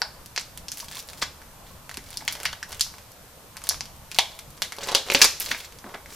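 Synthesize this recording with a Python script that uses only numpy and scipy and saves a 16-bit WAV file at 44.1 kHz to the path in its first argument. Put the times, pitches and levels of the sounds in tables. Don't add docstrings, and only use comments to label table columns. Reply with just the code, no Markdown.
import sys
import numpy as np
from scipy import signal
from scipy.io import wavfile
from scipy.ndimage import uniform_filter1d

SR = 44100
rng = np.random.default_rng(int(sys.argv[2]) if len(sys.argv) > 2 else 0)


def nominal_scale(level):
    x = np.asarray(level, float) / 20
    return 10 ** x


def dump(signal):
    limited = np.clip(np.atleast_2d(signal).T, -1, 1)
    pcm = np.round(limited * 32767).astype(np.int16)
    wavfile.write(sys.argv[1], SR, pcm)


N = 271435
SMALL_HZ = 4540

# centre in Hz, energy-to-density offset in dB.
SNAP_PARTS = [(700, 12.5), (2250, 8.5), (11000, 7)]


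def evened(x):
    return x / np.sqrt(np.mean(x ** 2) + 1e-20)


def read(points, hz):
    f, value = np.transpose(points)
    return np.interp(np.log(hz + 1), np.log(f + 1), value)


def over_time(points, t):
    return np.interp(t, *np.transpose(points))


def add(mix, s, sound):
    part = mix[round(s * SR):][:len(sound)]
    part += sound[:len(part)]


def causal(points):
    hz = abs(np.fft.fftfreq(1024, 1 / SR))
    log_gain = np.log(nominal_scale(read(points, hz)))
    return np.fft.ifft(np.exp(np.conj(signal.hilbert(log_gain)))).real[:512]


def hush():
    # frequency in Hz, level in dB per Hz.
    noise_spectrum = [(12, -41), (20, 4.5), (74, -8.5), (138, -5.5), (172, -10.5), (337, -16.5),
                      (410, -20.5), (459, -13.5), (642, -14), (698, -15.5), (976, -14.5), (2020, -24),
                      (12400, -26.5), (14700, -26), (16000, -70)]
    # frequency in Hz, correlation (no unit).
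    likeness = [(60, 0.99), (180, 0.78), (550, 0.78), (1650, 0.49), (4970, 0.21), (15000, 0.022)]
    # time in seconds, level in dB.
    drone_swell = [(0, -0.5), (3.6, -2), (6.15, -1.4)]
    # frequency in Hz, rms level in dB.
    whines = [(75.4, -62.5), (12209, -67.5), (13270, -73)]
    hop = 256
    frames, hz = N // hop + 5, np.fft.rfftfreq(1024, 1 / SR)
    a, b, c, d, patches = rng.standard_normal((frames, 513, 5)).T
    patches = evened(uniform_filter1d(uniform_filter1d(patches, 8, 0), 14, 1))
    drone_db = over_time(drone_swell, np.arange(frames) * hop / SR)
    low = 1 / (1 + (hz / 1400) ** 4)[:, None]
    same = np.clip(read(likeness, hz), -1, 1)[:, None]
    left = a + 1j * b
    right = same * left + np.sqrt(1 - same ** 2) * (c + 1j * d)
    level_db = read(noise_spectrum, hz)[:, None] + low * (drone_db + 1.95 * patches) + 0.15 * patches
    z = np.array([left, right]) * nominal_scale(level_db)
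    out = nominal_scale(-47.5) * evened(signal.istft(z, nperseg=1024, noverlap=768)[1][:, :N])
    t = np.arange(N) / SR
    for f, db in whines:
        wander = np.cumsum(rng.standard_normal(N)) * 0.011
        out += np.sqrt(2) * nominal_scale(db) * np.sin(2 * np.pi * f * t + wander)
    return out


def room():
    # frequency in Hz, t60 in seconds.
    decay = [(300, 0.28), (800, 0.19), (2100, 0.17), (5500, 0.16), (10000, 0.17), (15000, 0.2)]
    tail_db, late_db, late_stretch = 1.13, -11.5, 3.13
    taps = np.zeros((2, SR // 2))
    at = np.arange(140, SR // 2 - 10, 10) + rng.integers(0, 10, (2, (SR // 2 - 141) // 10))
    np.put_along_axis(taps, at, rng.choice([-1., 1.], at.shape), 1)
    hz, t, z = signal.stft(taps, SR, nperseg=128)
    fall_db = -60 * t / read(decay, hz)[:, None]
    gain = nominal_scale(fall_db) + nominal_scale(late_db + fall_db / late_stretch)
    tail = signal.istft(z * gain, SR, nperseg=128)[1]
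    return tail * nominal_scale(tail_db) / np.linalg.norm(tail[0])


def kitchen(x):
    echo_s = [.0046, .0058, .0089, .0135, .0195]
    echo_db = [-4, -12, -16, -16.5, -26]
    # time in seconds, level in dB.
    hand_shade = [(0, -1), (3.95, -2), (4.12, 0.5), (6.15, -4)]
    # frequency in Hz, level in dB.
    side_spectrum = [(300, -33), (1000, -13), (2000, -13), (5000, -7), (12000, 2)]
    # frequency in Hz, level in dB.
    wall_colour = [(300, -6), (1000, -5), (2400, -2), (4000, 1), (6200, 0.5), (8500, -5.5), (14500, -6.5),
                   (16000, -44)]
    t = np.arange(N) / SR
    turn = 2 * np.pi * 5.3 * t
    shares = [np.sqrt(2 / 3) * np.cos(turn + k * np.pi / 3) for k in range(3)]
    wet = sum(signal.fftconvolve((x * share)[None], room(), axes=1)[:, :N] for share in shares)
    shaded = x * nominal_scale(over_time(hand_shade, t))
    n = np.arange(96)
    for s, db in zip(echo_s, echo_db):
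        ragged = (n == 0) + 0.17 * rng.standard_normal((2, 96)) * np.exp(-n / 184.0)
        echo = signal.oaconvolve(shaded[None], ragged, axes=1)[:, :N]
        add(wet.T, s, nominal_scale(db) * echo.T)
    middle = wet[0]
    side = signal.oaconvolve(wet[1], causal(side_spectrum))[:N]
    stereo = np.array([middle + side, middle - side])
    return signal.oaconvolve(stereo, causal(wall_colour)[None], axes=1)[:, :N]


def ports(x):
    port_hz, port_db, left_db = 6900, -14.5, -0.22
    treble = signal.sosfilt(signal.butter(2, port_hz, "high", fs=SR, output="sos"), x)
    side = nominal_scale(port_db) * np.roll(treble, 3)
    return np.array([x + side, x - side]) * nominal_scale([[left_db], [-left_db]])


def knocks():
    # start in seconds, peak in dB, pitch in Hz.
    knock_rows = [
        (0.8258, -32, 980),
        (0.827, -35, 1090),
        (0.9645, -34, 1010),
        (0.967, -36, 1110),
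        (1.7057, -40, 1070),
    ]
    out, t = np.zeros(N), np.arange(6000) / SR
    for s, db, hz in knock_rows:
        envelope = nominal_scale(db - 60 * t / .035) * (1 - np.exp(-t / .003))
        add(out, s, envelope * np.sin(2 * np.pi * hz * t))
    return out


def bumps():
    # start in seconds, level in dB, centre in Hz, t60 in seconds.
    bump_rows = [(1.222, -32.5, 70, 0.13), (1.225, -33, 260, 0.063), (1.222, -22.5, 1300, 0.056),
                 (1.975, -35, 270, 0.066), (2.712, -36, 90, 0.097), (5.148, -27, 310, 0.083),
                 (5.218, -38, 131, 0.078), (5.509, -43, 255, 0.18), (5.84, -40, 230, 0.2),
                 (5.942, -42, 258, 0.11), (5.872, -35, 228, 0.056)]
    span_ratio = 1.33
    out, t = np.zeros(N), np.arange(6000) / SR
    for (s, db, hz, t60), noise in zip(bump_rows, rng.standard_normal((len(bump_rows), 6000))):
        band = signal.butter(2, [hz / span_ratio, hz * span_ratio], "band", fs=SR, output="sos")
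        envelope = nominal_scale(db - 60 * t / t60) * (1 - np.exp(-t / 0.0011))
        add(out, s, envelope * evened(signal.sosfilt(band, noise)))
    return out


def tub():
    # pitch in Hz, level in dB, t60 in seconds.
    modes = [(265, -13.5, 0.12), (454, -3, 0.06), (557, -2.5, 0.087), (844, -3, 0.048), (1184, -13, 0.046)]
    # start in seconds, peak in dB, share of the deepest mode in dB.
    tugs = [(4.7847, -25.5, -9), (4.8265, -30, -8), (4.8373, -30, -10), (4.845, -34, -8), (4.873, -26, -3),
            (4.8894, -24, -9), (4.899, -28, -4), (4.918, -24, -4), (4.9267, -33, -5), (4.94, -33, -10),
            (4.949, -16, -4), (5.004, -33.5, -4), (5.066, -31, -11), (5.0859, -26, -9), (5.1007, -16, -24),
            (5.12, -21, -9), (5.1479, -9.5, 8), (5.216, -22, 6), (5.246, -18, -7)]
    tug_db, spot_db = -9, 2.0
    out, t = np.zeros(N), np.arange(4096) / SR
    chance = rng.standard_normal(size=(64, len(modes)))
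    hz, mode_db, t60 = np.transpose(modes)[:, :, None]
    for (s, db, deep_db), spot in zip(tugs, chance):
        reach_db = mode_db + spot_db * spot[:, None] + deep_db * (hz == hz.min())
        rings = nominal_scale(tug_db + db + reach_db - 60 * t / t60) * np.sin(2 * np.pi * hz * t)
        add(out, s, rings.sum(axis=0))
    return out


def ring(hz, spread, t60, chance):
    t = np.arange(1024) / SR
    modes = np.sin(2 * np.pi * np.outer(hz * np.exp(spread * chance), t)).sum(axis=0)
    sound = modes * nominal_scale(-60 * t / t60) * (1 - np.exp(-t * hz * 2.3))
    return sound / np.linalg.norm(sound)


def ticks(lo_hz, hi_hz, t60):
    ticks_per_s, spread_db = 1600, 3
    clumps = nominal_scale(5.5 * evened(uniform_filter1d(rng.standard_normal(N), 400)))
    size = nominal_scale(spread_db * np.minimum(rng.exponential(1, N), 4))
    size = size * (rng.random(N) < ticks_per_s / SR)
    kind = rng.integers(0, 8, N)
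    rain = np.zeros(N)
    for k, hz in enumerate(np.geomspace(lo_hz, hi_hz, num=8)):
        tick = ring(hz, 0.072, t60, rng.standard_normal(3))
        rain += signal.oaconvolve(size * clumps * (kind == k), tick)[:N]
    return rain / np.sqrt(uniform_filter1d(rain ** 2, 3000) + 1e-9)


def rustle():
    # start in seconds, length in seconds, effort in dB, tub pressure in dB, fizz in dB.
    builds = [
        (.88, .13, -48, -18, 2),
        (2.326, .13, -56.5, 9.5, -1),
        (4.1, .097, -55, 4, 3),
        (5.05, .17, -37, -6, -12),
        (6.08, .073, -50, -.5, .5),
    ]
    eases = [
        (1.06, .16, -65, 2, 10),
        (1.66, .08, -56.5, -6, -2),
        (2.05, .276, -53, -7, -5),
        (2.68, .14, -51, -1, -1.5),
        (4.875, .115, -41, 2.5, -11),
        (5.395, .14, -39.5, -7, -2),
        (2.53, .03, -42, -14, -14),
        (3.64, .045, -47, -10, -2),
    ]
    rubs = [
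        (.72, .148, -55, -12, 6),
        (4.8, .075, -39, -6, -9),
        (5.84, .098, -56, 13, -12),
        (5.53, .135, -42, -12, -3.5),
        (1.172, .03, -47, -12, -2),
        (5.221, .038, -16.5, -12, -8),
    ]
    scrapes = [
        (1.21, .034, -25, -9, -8),
        (5.938, .025, -43.5, 10.5, -18),
        (5.495, .041, -34, -7.5, -6),
        (4.815, .045, -40, -5, -12),
        (5.185, .04, -33, -7, -6),
    ]
    rustle_db = -3
    t, effort = np.arange(N) / SR, np.zeros((3, N))
    # table, change of effort over a stretch in dB, taper share
    for table, change_db, taper in ((builds, 9.5, .15), (eases, -6.5, .15), (rubs, 0, .2), (scrapes, 0, 1)):
        for s, length, db, tub_db, fizz_db in table:
            span = (t >= s) & (t < s + length)
            slope_db = change_db * ((t[span] - s) / length - .5)
            shape = nominal_scale(slope_db) * signal.windows.tukey(span.sum(), taper)
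            layer_db = db + rustle_db + np.array([0, tub_db, fizz_db])
            effort[:, span] += np.outer(nominal_scale(layer_db), shape)
    film, grumble, fizz = ticks(1860, 6600, 0.0028), ticks(430, 1590, 0.014), ticks(6300, 13700, 0.00062)
    return (effort * [film, grumble, fizz]).sum(axis=0)


def blips():
    # start in seconds, peak in dB, pitch in Hz, t60 in seconds.
    patch_rows = [(.0183, -7.5, 4780, 0.0051), (.0183, -19, 1500, .025), (0.018, -31, 10100, 0.0074),
                  (.377, -28.5, 450, 0.017), (2.5316, -22.5, 1450, 0.006), (2.531, -27, 3150, 0.014),
                  (2.537, -31, 1800, .012), (2.6282, -21.5, 1680, 0.015), (2.6285, -29, 3240, .01),
                  (2.629, -28, 5060, 0.015), (2.634, -30, 1580, .015), (2.46, -17, 4410, .01),
                  (2.2792, -12, 2900, .007), (2.4554, -13, 2500, .007), (3.6908, -4.5, 10600, 0.0044),
                  (3.6908, -13, 9300, .005), (3.722, -29, 1790, .01), (3.733, -31, 1000, 0.0098),
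                  (3.744, -31, 1150, .008), (3.678, -37, 900, 0.011), (4.187, -5, 2900, .007),
                  (4.1915, -7, 3400, .008), (4.2, -18, 2600, .01), (4.207, -16, 3000, .008),
                  (4.1875, -7, 2050, .01), (4.187, -12, 760, .02), (4.192, -13, 1900, 0.011),
                  (4.188, -9, 4500, .007), (4.187, -8, 1500, 0.005), (4.187, -16, 12400, 0.0065),
                  (4.8885, -25, 990, .012), (4.898, -24, 900, .015), (4.908, -29, 900, .012),
                  (4.9185, -30, 8900, 0.0074), (4.9189, -20, 895, .012), (4.927, -19, 795, 0.014),
                  (4.949, -9.5, 2896, 0.016), (4.949, -11, 10740, .007), (5.1008, -16.5, 2500, .015),
                  (5.121, -15, 2700, .008), (5.125, -17, 2100, .009), (5.246, -13, 1000, .012),
                  (5.235, -15, 1100, .012), (5.229, -9, 5200, .008), (5.148, -11, 2060, .014),
                  (5.1536, -15, 3000, .018), (5.217, -6, 2320, .02), (5.2221, -10, 2410, 0.024)]
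    out, t = np.zeros(N), np.arange(2048) / SR
    for s, db, hz, t60 in patch_rows:
        pair = np.sin(2 * np.pi * hz * t) + 0.69 * np.sin(2 * np.pi * hz * 1.115 * t)
        add(out, s, nominal_scale(db - 60 * t / t60) * pair * (1 - np.exp(-t * hz * 1.76)))
    return out


def folds():
    # start in seconds, strength in dB,
    # tilt of wide fold over fizz in dB, crease ring in dB, crease pitch in Hz.
    picks = [(0.0181, -20, 16, 18, 4200), (0.3622, -16, 11, 10.5, 4750), (0.3770, -15.5, 24.5, 17, 4800),
             (0.6834, -22, 0, 14, 5400), (0.7184, -17, -6.5, 11, 6000), (1.218, -22.5, 17, 14, 3630),
             (1.2242, -13.5, 16, 13, 3500), (2.1721, -20.5, -14, 15, 5000), (2.2785, -6.5, 14, 9, 3260),
             (2.3249, -15, -12, 6, 4660), (2.4527, -18, -17, 10, 4470), (2.4548, -11, 27.5, 6.5, 4560),
             (2.46, -23, 13, 22.5, 4500), (2.2838, -23, 3, 19, 5430), (2.332, -24, -17, 5, 6000),
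             (2.447, -28, 23, 1, 2980), (2.6286, -22.5, 7, 7, 5100), (2.633, -31.5, 0, 15.5, 5300),
             (2.8094, -5, -10, 13.5, 5070), (3.6908, -13, -12, 21, 5500), (3.7084, -28, 29, 8, 5530),
             (3.7439, -32, 27, 5, 5030), (3.8079, -19, 10, 13, 5200), (4.187, 0, 8, 11, 3300),
             (4.6203, -7, 3, 11.5, 3570)]
    # start in seconds, strength, tilt and ring in dB, pitch in Hz.
    peel = [(4.873, -20, -3, 6, 4300), (4.8857, -21, 24, 13, 3600), (4.8887, -16.5, 20, 11, 4300),
            (4.9139, -23, 7, 11, 4080), (4.918, -24, -4, 20, 3320), (4.9447, -21, 12, 16, 4000),
            (4.949, -1.5, 5.5, 14.5, 3930), (4.8955, -26, 14, 13, 4500), (4.9275, -22, 13, 13, 3500),
            (5.2554, -15, 1, 10, 5200), (5.207, -14, 25, 1, 3000), (5.26, -17, 12, 8, 2800),
            (5.9442, -28.5, 22, 5, 4700), (5.946, -27, 24, 6, 2900), (5.0857, -28, 21, 20.5, 2960),
            (5.1008, -9.5, 20, 10.5, 3440), (5.1031, -18, -1, 14, 3600), (5.116, -15.5, -10, 10, 3220),
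            (5.1204, -9.5, 9, 7, 3450), (5.1479, 2.5, 16.5, 8.5, 4430), (5.192, -20, -13, 5, 5000),
            (5.2164, 6.5, 10.5, 13.5, 5540), (5.219, 0.5, -10.5, 13, 4800), (5.229, -12, -13, 10, 4800),
            (5.2434, 2.5, -2, 7.5, 4700), (5.247, -7, -13, -16, 4300), (5.4, -17.5, -26, 6, 5400),
            (5.405, -18.5, -32, 4, 5400), (5.5126, -18, 7, 15, 4050), (5.5153, -11, 25, 9.5, 4100),
            (5.547, -23, 32, -21, 3600)]
    # start in seconds, strength in dB, tilt of wide fold over fizz in dB.
    creases = [(.2604, -26.5, -9.5), (.4118, -27, -3.5), (.7829, -25, -7), (.8015, -19.5, -1),
               (.884, -27.5, 1), (.9134, -22, 12), (.9243, -26.5, 2), (.9321, -26, 7), (.9395, -36, 12),
               (.9484, -27.5, 1), (.9698, -22.5, 1.5), (.9915, -22, -12), (1.0263, -31, -13),
               (1.088, -26.5, 0), (1.133, -27, 5), (.994, -26, 7), (1.8942, -18.5, 13), (1.9428, -22.5, 6),
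               (2.0884, -35, -0.5), (2.0935, -38, 4), (2.112, -38, -2), (2.142, -30, 3), (2.2078, -26, 20),
               (2.2127, -26, 14), (2.369, -25, 15), (4.318, -34, 1), (4.351, -36, -9), (4.569, -38, -10),
               (4.8257, -31, 13), (4.8375, -34, 16), (5.756, -41, 8), (6.105, -27, 11),
               (2.1298, -25.5, 5.5), (2.2514, -31, -8), (2.353, -20, 6.5), (2.412, -25, 14),
               (2.5293, -23, 1), (2.7071, -34, -8), (2.7282, -19.5, 5.5), (2.7959, -19, -2.5),
               (2.94, -27.5, 16), (2.9835, -27, 10),
               (3.1188, -30, -17), (3.618, -29, 5), (3.6394, -24, -4.5), (3.856, -26, 3.5), (3.964, -40, -9),
              (4.1157, -19.5, 4.5), (4.146, -21.5, 0), (4.1635, -22, 5), (4.5051, -33, -12),
              (4.577, -30, 10), (4.786, -26, 1), (5.076, -25, 3), (5.418, -19, -2), (5.4266, -16, -17),
              (5.4615, -17.5, 0.5), (5.4906, -21, 4), (5.593, -28, -13), (5.7238, -32.5, 5),
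              (5.787, -33, -1.5), (5.8928, -27, 25), (6.0597, -24, 21)]
    crumples = [(.3971, -20, 1), (.5754, -19, -4.5), (.7731, -18, -11), (.7929, -22, -6), (.8449, -26, -5),
                (.9553, -23, 9), (.9822, -23, 3), (1.0998, -24, 1), (1.418, -27, 20), (1.9134, -19.5, 13),
                (1.9718, -14, 5), (2.041, -31, 5), (2.1051, -24, -5.5), (2.2227, -29, 21),
                (2.3115, -23, -13), (2.3927, -29, 16), (2.402, -21.5, -1.5), (2.4325, -16, -4.5),
                (2.7202, -18, 3), (2.7467, -25, -3.5), (3.5689, -18.5, -0.5), (3.6702, -17.5, 1.5),
                (4.3908, -19.5, 1.5), (4.648, -22, 20), (4.7222, -11, 16),
                (4.766, -26, -1), (4.8434, -25, 19), (4.8576, -28, -1), (5.065, -21, 16), (5.1362, -14, -17),
            (5.1395, -9, -14), (5.402, -14.5, -26), (5.4435, -19, -12), (5.4711, -26, -4),
            (5.8424, -28, 26), (5.864, -38, 22), (5.9405, -21, 34)]
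    taut_db, slack_db = 11.5, 5
    hz_fall_per_db = 0.15
    small = []
    for table, ring_db in ((creases, taut_db), (crumples, slack_db)):
        for s, db, tilt in table:
            small.append((s, db, tilt, ring_db, SMALL_HZ * np.exp(-hz_fall_per_db * tilt)))
    return picks + peel + small


def snap_rows():
    # start in seconds, level in dB, pitch in Hz.
    thuds = [(.0183, -0.5, 870), (.3769, -8.5, 795), (.8271, -20, 900), (1.2243, -8, 1100),
             (2.2228, -16, 795), (5.1204, -4, 450), (2.353, -15, 600), (2.402, -17, 600),
             (3.8078, -14.5, 820), (2.7071, -15, 495), (2.7282, -22, 600), (3.6394, -17, 696),
             (3.6907, -27, 1300), (3.7097, -7.5, 700), (4.187, 2, 1060), (4.6201, -9, 640),
             (4.7848, -9.5, 600), (4.873, -11, 700), (4.8866, -6.5, 790), (4.9135, -6, 500),
             (4.949, 5.5, 485), (5.076, -12, 450), (5.0855, -6, 450), (5.1015, -2, 450), (5.1479, 6, 476),
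             (5.2193, -2, 1140), (5.2455, 0.5, 1020), (5.4711, -12, 600), (5.8424, -14.5, 750),
             (5.864, -17, 700), (3.56, -21, 990), (3.575, -22, 1100), (3.618, -22.5, 1190),
             (2.865, -17, 696), (2.94, -20, 890), (.377, -20, 400), (2.5315, -15, 800)]
    tub_db = -12
    fall_db = -13
    rows = []
    for s, db, tilt, ring_db, hz in folds():
        fold_db, fizz_db = db + tilt / 2, db - tilt / 2
        rows.append((s, fold_db + tub_db, SNAP_PARTS[0][0], fold_db, db + ring_db, hz, fizz_db))
    for s, db, hz in thuds:
        rows.append((s, db, hz, db + fall_db, db + 2 * fall_db, SMALL_HZ, db + 3 * fall_db))
    return rows


def snaps():
    crease_gain_db, skirt_ratio, skirt_db = 4.5, 1.387, -6
    face_db, pop_t60_s = 2.0, 0.012
    out, t = np.zeros((N, 2)), np.arange(192) / SR
    (_, low_offset), (mid, mid_offset), (top, top_offset) = SNAP_PARTS
    band = signal.butter(1, [1300, 8000], "band", fs=SR)
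    shiver = signal.lfilter(*band, rng.standard_normal(size=(256, 192)))
    for (s, thud_db, low, fold_db, crease_db, hz, fizz_db), noise in zip(snap_rows(), shiver):
        sign = np.sign(noise[0])
        pop = (0.76 * sign * (t == 0) + 0.19 * noise) * nominal_scale(face_db - 60 * t / pop_t60_s)
        low_db, top_db = thud_db + low_offset, fizz_db + top_offset
        hump_db = crease_db + crease_gain_db
        colour = causal([
            (low / 6.9, low_db - 45.5), (low, low_db), (mid, fold_db + mid_offset),
            (max(hz / skirt_ratio, mid + 200), max(hump_db + skirt_db, fold_db + 3.0)),
            (hz, hump_db), (hz * skirt_ratio, hump_db + skirt_db),
            (top, top_db), (15000, top_db - 7.5), (16300, top_db - 29)])
        add(out, s, np.transpose([np.convolve(pop, colour)[:512], sign * colour]))
    return out.T


def scene():
    # time in seconds, level in dB.
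    glare_rows = [(0, -1.5), (3.5, -3), (3.95, -4), (4.12, -1.5), (5.0, 2), (5.3, -3.5), (6.15, 4)]
    glare_hz = 7550
    rustle_gain, blip_gain, knock_gain = nominal_scale([[0], [-4]]), nominal_scale([[0], [-8]]), nominal_scale([[0], [-6.5]])
    near, spread = (snaps() + rustle() * rustle_gain + blips() * blip_gain
                    + (knocks() + bumps() + tub()) * knock_gain)
    treble = signal.filtfilt(*signal.butter(2, glare_hz, "high", fs=SR), spread)
    glare = nominal_scale(over_time(glare_rows, np.arange(N) / SR))
    return ports(near) + kitchen(spread + (glare - 1) * treble) + hush()


def low_pass(x):
    return signal.sosfilt(signal.butter(12, 16620, fs=SR, output="sos"), x)


def record(dry):
    overload, coupling_hz, edge_hz = .8, 450, 16300
    excess = dry - np.clip(dry, -overload, overload)
    held = dry - signal.filtfilt(*signal.butter(2, coupling_hz, "high", fs=SR), excess)
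    edge = signal.firwin(255, edge_hz, window=("kaiser", 9), fs=SR)
    return low_pass(signal.oaconvolve(held, edge[None], "same"))


dry = scene()
out = record(dry)
dump(out)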